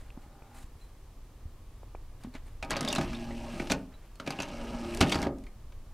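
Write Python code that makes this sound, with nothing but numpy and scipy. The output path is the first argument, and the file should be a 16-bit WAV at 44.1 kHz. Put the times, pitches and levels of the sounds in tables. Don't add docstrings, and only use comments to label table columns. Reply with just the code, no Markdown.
import sys
import numpy as np
from scipy import signal
from scipy.fft import rfft, irfft, next_fast_len
from scipy.io import wavfile

SR = 44100
rng = np.random.default_rng(int(sys.argv[2]) if len(sys.argv) > 2 else 0)


def generate_wav(signal):
    frames = np.transpose(np.atleast_2d(signal))
    scaled = np.clip(frames, -1, 1) * 32767
    pcm = np.round(scaled).astype(np.int16)
    wavfile.write(sys.argv[1], SR, pcm)


def rack_gain(trim_db):
    fader = np.asarray(trim_db, float)
    return 10 ** (fader / 20)


N = 261733


def rms_one(x):
    return x / np.sqrt(np.mean(x ** 2) + 1e-20)


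def in_time(tables, fade_s=0.0046):
    t = np.arange(N) / SR
    s, *columns = np.transpose(np.concatenate(tables))
    gate = np.zeros(N)
    for rows in tables:
        to_nearest_end = np.minimum(t - rows[0][0], rows[-1][0] - t)
        gate += np.clip(to_nearest_end / fade_s, 0, 1)
    return [gate] + [np.interp(t, s, column) for column in columns]


def drift(rate_hz):
    r = np.exp(-2 * np.pi * rate_hz * 40 / SR)
    noise = rng.standard_normal(N // 40 + 2002)
    slow = signal.lfilter([1], [1, -2 * r, r * r], noise)[2000:]
    return np.interp(np.arange(N) / 40, np.arange(len(slow)), rms_one(slow))


def band(x, low_hz, high_hz):
    edges_hz = [low_hz, min(high_hz, 0.45 * SR)]
    return signal.sosfilt(signal.butter(2, edges_hz, "band", fs=SR, output="sos"), x)


def coloured(spectrum, source):
    hz, db = np.transpose(spectrum)
    size = next_fast_len(N)
    grid_hz = np.maximum(np.arange(size // 2 + 1) * SR / size, 1)
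    shape = rack_gain(np.interp(np.log(grid_hz), np.log(hz), db)) * (grid_hz > hz[0] / 2)
    return rms_one(irfft(rfft(source, size) * shape, size)[:N])


def ring(clicks, hz, t60):
    r, w = rack_gain(-60 / (t60 * SR)), 2 * np.pi * hz / SR
    return signal.lfilter([0, np.sin(w)], [1, -2 * r * np.cos(w), r * r], clicks + 1e-18)


def modes(table, drive):
    return sum((-1) ** k * rack_gain(db) * ring(drive, hz, t60) for k, (hz, db, t60) in enumerate(table))


def grit(per_s, spread_db):
    sizes = rack_gain(spread_db * np.minimum(rng.exponential(1, N), 5)) * rng.choice([-1, 1], N)
    return sizes * (rng.random(N) < per_s / SR)


def pings(rows):
    out, t = np.zeros(N + SR), np.arange(SR // 4) / SR
    for s, db, hz, t60 in rows:
        at = round(s * SR)
        out[at:at + len(t)] += rack_gain(db - 60 * t / t60) * np.sin(2 * np.pi * hz * t)
    return out[:N]


# multiple of the shaft speed, level_db against the hum
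MOTOR_TONES = [(1, -7.5), (2, -2.5), (3, -3.5), (5, -11), (7, -18.5)]
# start_s, stop_s, start_level_db, stop_level_db
MOTOR_RUNS = [(3.017, 3.585, -46, -50), (4.428, 5.01, -56.5, -42.5)]


def motor(shaft_hz=116.8, waver=0.0077, flutter_db=4.0):
    runs = [[(start, first_db), (stop, last_db)] for start, stop, first_db, last_db in MOTOR_RUNS]
    gate, hum_db = in_time(runs, fade_s=0.056)
    turn = 2 * np.pi * np.cumsum(shaft_hz * (1 + waver * drift(6.3))) / SR
    hum = sum(rack_gain(hum_db + db + flutter_db * drift(20)) * np.sin(k * turn) for k, db in MOTOR_TONES)
    return gate * np.sqrt(2) * hum


# time_s, case_rumble_db, rail_hiss_db (both before a fixed trim)
TRAVEL = [
    [(2.626, -37, -63), (2.696, -44, -60), (2.8, -34, -52), (2.92, -33, -39.5), (3.112, -45.5, -46),
     (3.3, -45, -50.5), (3.614, -40, -46.5), (3.75, -65, -52.5), (3.87, -70, -66.5)],
    [(4.198, -63, -80), (4.27, -45, -53.5), (4.382, -43, -47.5), (4.806, -37, -47), (5.118, -39, -39),
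     (5.168, -36, -47), (5.246, -30.5, -44.5), (5.34, -53.5, -87), (5.5, -82, -85)],
]
# pitch_hz, level_db per Hz
RAIL_COLOUR = [(590, -13), (1000, 3.5), (1280, -7), (1550, -4.5), (2740, 4.5), (3620, -6), (4020, -3.5),
               (5900, -7.5), (6940, -12.5), (8260, -13.5), (16000, -30)]
# pitch_hz, level_db, t60_s
CASE_MODES = [(53.7, -16, 0.23), (91, -7, 0.088), (143, -5.5, 0.089), (187.4, -1.5, 0.084),
              (222, 1.5, 0.05), (275.4, 2, 0.11), (347, 1, 0.05), (396, 4, 0.022), (570, 0.5, 0.061),
              (643.3, -3.5, 0.098), (698, -5.5, 0.061), (809.4, -0.5, 0.052), (947, -6, 0.054),
              (1080, -6, 0.024), (1250, 0.5, 0.032), (1510, -7, 0.013), (1480, -14.5, 0.068),
              (1655, -8.5, 0.053), (1904, -23, 0.06), (2215, -14.5, 0.063), (2650, -19, 0.015)]


def travel(patch_db=2.0, flutter_db=0.6, start_tilt_db=-1.5, tilt_growth_db_per_s=3.5):
    gate, rumble_db, hiss_db = in_time(TRAVEL)
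    clocks = [[(rows[0][0], 0), (rows[-1][0], rows[-1][0] - rows[0][0])] for rows in TRAVEL]
    _, seconds_into_run = in_time(clocks)
    tilt_db = start_tilt_db + tilt_growth_db_per_s * seconds_into_run

    shaking, rumble = grit(2500, 3.24), np.zeros(N)
    for k, mode in enumerate(CASE_MODES[2:]):
        rumble += (-1) ** k * modes([mode], shaking) * rack_gain(3.8 * drift(9.8))

    rails, hiss = coloured(RAIL_COLOUR, grit(6000, 3.0)), np.zeros(N)
    edges_hz = np.geomspace(500, 16000, 11)
    for k, (low, high) in enumerate(zip(edges_hz, edges_hz[1:])):
        swell_db = patch_db * drift(41) + tilt_db * np.log2(low / edges_hz[5])
        hiss += (-1) ** k * band(rails, low, high) * rack_gain(swell_db)

    rumble = rack_gain(rumble_db - 4.5) * rms_one(rumble)
    hiss = rack_gain(hiss_db - 4.44 + flutter_db * drift(44)) * rms_one(hiss)
    return gate * (rumble + hiss)


def burst(t60, hz, width_hz):
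    t, r = np.arange(SR // 8) / SR, np.exp(-np.pi * width_hz / SR)
    section = [1, 0, -1, 1, -2 * r * np.cos(2 * np.pi * hz / SR), r * r]
    tone = signal.sosfilt([section, section], rng.standard_normal(len(t)) * rack_gain(-60 * t / t60))
    return tone / np.abs(tone).max()


def thump(t, spread_db, swell_s, slope_db):
    hz, db, t60 = np.transpose(CASE_MODES)[:, :, None]
    luck, start = rng.standard_normal((len(CASE_MODES), 1)), rng.random((len(CASE_MODES), 1))
    level_db = db + slope_db * np.log2(hz / 500) + spread_db * luck - 60 * t / t60
    rings = rack_gain(level_db) * np.sin(2 * np.pi * (hz * t + start))
    body = np.sum(rings, axis=0) * (1 - np.exp(-(t / swell_s) ** 2))
    return body / np.sqrt(np.mean(body[:SR // 50] ** 2))


# start_s, level_db of the whole click,
# sparkle_db against that level, ping_hz, ping_db against that level
CLICKS = [(2.236, -44.5, 7, 4020, -16), (2.339, -45, 1, 4000, -10), (2.351, -44, 3, 3980, -9),
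          (2.626, -26.5, -29, 2430, -5), (2.647, -42.5, 6, 2070, -21), (2.6986, -36.5, -2, 3160, -7),
          (2.706, -22.5, 7, 5600, -21), (2.7145, -25, -12, 2020, -7), (2.766, -21.5, -8, 4600, -11),
          (2.808, -25, 6.5, 3340, -27), (2.828, -36, 3, 3280, -4), (2.8482, -26, 0, 2100, -22),
          (2.8759, -26, -11, 3540, 0), (2.8853, -35, 16.5, 4830, 4.5), (2.9006, -33, -8, 3680, 6),
          (2.917, -41, 2, 6030, 3), (2.9271, -26, 10.5, 2790, 0), (2.95, -29, 8, 2700, -3),
          (2.9594, -22.5, -7, 3920, -6.5), (2.9825, -22.5, -19, 2530, -11), (3.011, -26, -6, 2495, -16),
          (3.13, -34, -21, 2470, -6), (3.1474, -42, -27, 3700, 2), (3.3054, -43.5, -25, 2020, 2),
          (3.5979, -29.5, -22, 2320, -0.5), (3.6187, -36, -15, 2640, -16), (3.6707, -33, -21, 2740, -16),
          (3.6986, -22, -15, 2380, -13), (3.702, -25, -22, 2320, -21), (3.711, -28.5, -12, 5900, 0),
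          (3.7183, -17, 3.5, 2450, -8.5), (4.155, -52.5, 11, 4270, -4), (4.1989, -30.5, -21, 1260, -2.5),
          (4.2631, -31.5, -16, 2400, -7), (4.2747, -26.5, -16, 2440, -6.5), (4.297, -48, 5, 6200, -8),
          (4.3049, -25, -1, 4820, -12), (4.321, -37, -20, 2720, -2), (4.3873, -33, -16, 2760, 3),
          (4.4011, -22.5, -20, 2650, -7), (4.4205, -35, 10, 6360, -1), (4.4301, -31.5, -6, 2710, -2.5),
          (4.9472, -37.5, 13.5, 2170, -15), (4.972, -38, 12.5, 2090, -20), (5.0067, -19.5, 6, 4770, -10),
          (5.0107, -8, -24, 2720, -25), (5.0243, -22, -25, 2650, -4), (5.069, -36, -18, 3320, -4),
          (5.0834, -45, 14, 3700, 5), (5.096, -35, 11, 2950, -4), (5.1042, -37, -10, 2920, 0),
          (5.118, -22, 2, 3740, -11), (5.122, -16.5, -29, 3320, -9), (5.1436, -23.5, -22, 4620, -10),
          (5.155, -23, -17, 1920, -13), (5.217, -39, 13, 5460, -4), (5.227, -28.5, 2, 2090, -6),
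          (5.269, -37, -20, 2340, -13), (5.384, -55, 11, 2690, -11), (5.4376, -53.5, 9, 2220, -3),
          (5.466, -47, -14, 2140, -1), (5.7218, -48, -17, 2320, -13)]
# start_s, level_db
THUDS = [(2.626, -49.5), (2.7156, -36.5), (2.9803, -31.5), (2.9828, -30), (2.9951, -31.5), (3.01, -39),
         (3.3057, -44.5), (3.5982, -35), (3.6218, -38.5), (3.703, -30), (3.7185, -34), (4.198, -51),
         (4.2744, -35), (4.3884, -36.5), (5.0108, -24), (5.0183, -24.5), (5.0248, -27.5), (5.0324, -27.5),
         (5.068, -49), (5.1224, -49), (5.1545, -30), (5.227, -36), (5.2635, -29.5), (5.268, -29)]


def knocks(tick_t60_s=0.013, sparkle_t60_s=0.0089, rattle_t60_s=0.067, ping_t60_s=0.05):
    t = np.arange(SR // 8) / SR
    crack, sparkle, rung = np.zeros((3, N + len(t)))
    crack_rise, sparkle_rise = 1 - np.exp(-t / 0.00033), 1 - np.exp(-t / 0.0025)
    for s, db, sparkle_db, hz, ping_db in CLICKS:
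        span = slice(round(s * SR), round(s * SR) + len(t))
        tick = rack_gain(db - 14 - 60 * t / tick_t60_s)
        rattle = rack_gain(db - 12.5 - 60 * t / rattle_t60_s)
        crack[span] += (tick + rattle) * crack_rise
        bright_db = db + sparkle_db
        bright_tick = rack_gain(bright_db + 1 - 60 * t / sparkle_t60_s)
        bright_rattle = rack_gain(bright_db - 27.5 - 60 * t / rattle_t60_s)
        sparkle[span] += (bright_tick + bright_rattle) * sparkle_rise
        rung[span] += rack_gain(db + ping_db) * burst(ping_t60_s, hz, width_hz=400)
        rung[span] += rack_gain(db - 16.5) * thump(t, spread_db=6.5, swell_s=0.00073, slope_db=5)
    for s, db in THUDS:
        rung[round(s * SR):][:len(t)] += rack_gain(db) * thump(t, spread_db=2.5, swell_s=0.0019, slope_db=-2.5)
    noise = rng.standard_normal((2, N))
    out = crack[:N] * rms_one(band(noise[0], 374, 4600))
    out += sparkle[:N] * rms_one(band(noise[1], 3500, 9300))
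    return out + rung[:N]


# time_s, level_db
CHATTER = [
    [(2.71, -35.5), (3.04, -71)],
    [(3.7, -40), (3.74, -40)],
    [(5.01, -44), (5.28, -47.5)],
]


def chatter(per_s=650, t60_s=0.0067):
    gate, db = in_time(CHATTER, fade_s=0.0089)
    clicks, dealt = grit(per_s, 3.5), rng.integers(12, size=N)
    pitches_hz = np.geomspace(800, 4500, num=12)
    parts = sum(ring(clicks * (dealt == k), hz, t60_s) for k, hz in enumerate(pitches_hz))
    return gate * rack_gain(db) * rms_one(parts)


# time_s, level_db
RAIL_WHINE = [
    [(3.1, -72), (3.6, -74)],
    [(4.45, -82), (5.0, -64)],
]


def whine():
    gate, db = in_time(RAIL_WHINE, fade_s=0.1)
    return gate * rack_gain(db + 1.3 * drift(27.0)) * rms_one(band(rng.standard_normal(N), 7700, 8700))


# pitch_hz, level_db, t60_s
SPIN_MODES = [(262, -1, 0.032), (582, -11, 0.094), (811, -1.5, 0.057), (1220, -12, 0.065),
              (1420, -7, 0.034)]


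def spindle(start_db=-67.5, end_db=-58.5, stop_s=0.614, flutter_db=1.5):
    gate, db = in_time([[(0, start_db), (stop_s, end_db)]], fade_s=0.025)
    bearing = rms_one(modes(SPIN_MODES, rng.standard_normal(N)))
    return gate * rack_gain(db + flutter_db * drift(6.3)) * bearing


# start_s, level_db, pitch_hz, t60_s
SHORT_PINGS = [(.104, -42, 2620, 0.0098), (.423, -52.5, 2440, .02), (.812, -60, 4050, 0.23),
               (1.953, -47, 2380, 0.015), (2.468, -58.5, 9000, 0.05), (2.886, -32, 5070, 0.044),
               (5.098, -35, 2970, .06), (5.124, -30, 4720, .06), (3.94, -56.5, 3930, 0.091)]


def short_pings():
    return pings(SHORT_PINGS)


# start_s, level_db (peak), pitch_hz, t60_s, tick_db (peak)
BUMPS = [(0.175, -29.5, 244, 0.018, -42), (0.263, -41, 236, 0.023, -51), (0.421, -35, 51.1, 0.017, -45),
         (0.642, -32.5, 60, 0.056, -62), (0.754, -36, 81.5, 0.054, -52), (1.455, -28.5, 76, 0.051, -60),
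         (1.832, -56, 51.1, 0.043, -40), (1.949, -31.5, 51.1, 0.044, -31), (2.247, -31.5, 224, 0.065, -38),
         (2.272, -34.5, 247, 0.12, -67), (2.351, -35.5, 260, 0.052, -36), (5.01, -14.5, 91, 0.1, -22.5)]


def bumps(tick_hz=540, reach=1.98):
    out, click = np.zeros(N + SR), np.eye(1, SR // 20)[0]
    low_hz, high_hz = tick_hz / reach, tick_hz * reach
    tick = band(band(click, low_hz, high_hz), low_hz, high_hz)
    for s, *_, tick_db in BUMPS:
        out[round(s * SR):][:len(tick)] += rack_gain(tick_db) * tick / np.abs(tick).max()
    return out[:N] + pings(np.array(BUMPS)[:, :4])


# pitch_hz, level_db, t60_s
RUB_MODES = [(4050, 2, 0.0027), (5000, -4, 0.0076), (7240, 10.5, 0.0013), (9660, 7, 0.0021),
             (13200, 3, 0.0017)]
# peak_s, level_db, fall_db_per_s, treble_db against the dull part
RUBS = [(0.0, -62, 97, -8), (0.22, -74, 45, -8), (0.48, -72.5, 95, -13), (0.561, -60, 205, -2),
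        (0.61, -68, 498, 3), (0.81, -69.5, 89, -4), (2.215, -63.5, 300, -8), (2.244, -62, 600, -16),
        (2.351, -52.5, 457, -23), (2.47, -63.5, 152, -9), (3.95, -64, 88, -21), (4.08, -75, 86, -5)]


def rustle(flutter_db=2.5, rise_ratio=2.5, hold_s=0.012):
    t, noise = np.arange(N) / SR, rng.standard_normal((2, N))
    dull, bright = rms_one(band(noise[0], 180, 2270)), rms_one(modes(RUB_MODES, noise[1]))
    rubs = np.zeros(N)
    for s, db, fall, treble_db in RUBS:
        away_s = np.maximum(t - s, rise_ratio * (s - t))
        level_db = db - fall * np.maximum(away_s - hold_s, 0)
        rubs += rack_gain(level_db) * (dull + rack_gain(treble_db) * bright)
    return rack_gain(flutter_db * drift(35)) * rubs


# time_s, level_db (before a fixed trim)
SHAKE = [(0.0, -45.5), (0.45, -52.5), (1.3, -48.5), (2.7, -46), (3.3, -44.5), (4.3, -54.5), (4.7, -42.5),
         (5.3, -47), (5.93, -48)]
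# pitch_hz, level_db per Hz
SHAKE_COLOUR = [(8.8, -53), (15, -1.5), (38, -5.5), (124, -20), (140, -39), (180, -42), (230, -68),
                (400, -120)]


def tremor():
    gate, db = in_time([SHAKE])
    return rack_gain(db + 1.5) * coloured(SHAKE_COLOUR, rng.standard_normal(N))


def room(x, t60_s=0.52, wall_cut_hz=1240):
    out, dull = np.zeros(N), np.exp(-2 * np.pi * wall_cut_hz / SR)
    lags = (rng.uniform(0.011, 0.034, 8) * SR).astype(int)
    for k, lag in enumerate(lags):
        loop, gain, state = x.copy(), rack_gain(-60 * lag / SR / t60_s), [0.]
        for i in range(lag, N, lag):
            back, state = signal.lfilter([gain * (1 - dull)], [1, -dull], loop[i - lag:i], zi=state)
            loop[i:i + lag] += back[:N - i]
        out += (loop - x) * (-1) ** k
    return out


# pitch_hz, level_db per Hz
ROOM_COLOUR = [(71, -34), (120, 1.5), (188, -10), (213, -4.5), (436, -10.5), (617, -13), (684, -14),
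               (1210, -15.5), (1400, -22.5), (1580, -22), (16000, -35)]


def room_tone(level_db=-60):
    return rack_gain(level_db) * coloured(ROOM_COLOUR, rng.standard_normal(N))


def scene():
    echoed = motor() + travel() + knocks() + chatter() + whine() + spindle()
    close = short_pings() + bumps() + rustle() + tremor()
    mono = echoed + rack_gain(-12.5) * room(echoed) + close + room_tone()
    return np.array([mono, mono])


def band_limit(x):
    return signal.sosfilt(signal.butter(12, 16640, fs=SR, output="sos"), x)


def record(dry):
    noise = rack_gain(-72.5) * rms_one(band(rng.standard_normal(N), 890, 13000))
    late_copy = rack_gain(-46) * band(np.roll(dry[0], 90), 100, 4000)
    rounded = 0.5 * np.tanh(dry / 0.5)
    both = rounded + (noise + late_copy) * [[1], [-1]]
    top_cut = signal.cheby2(10, 50, 16600, fs=SR, output="sos")
    mix = signal.sosfilt(top_cut, both)
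    return band_limit(mix)


dry = scene()
out = record(dry)
generate_wav(out)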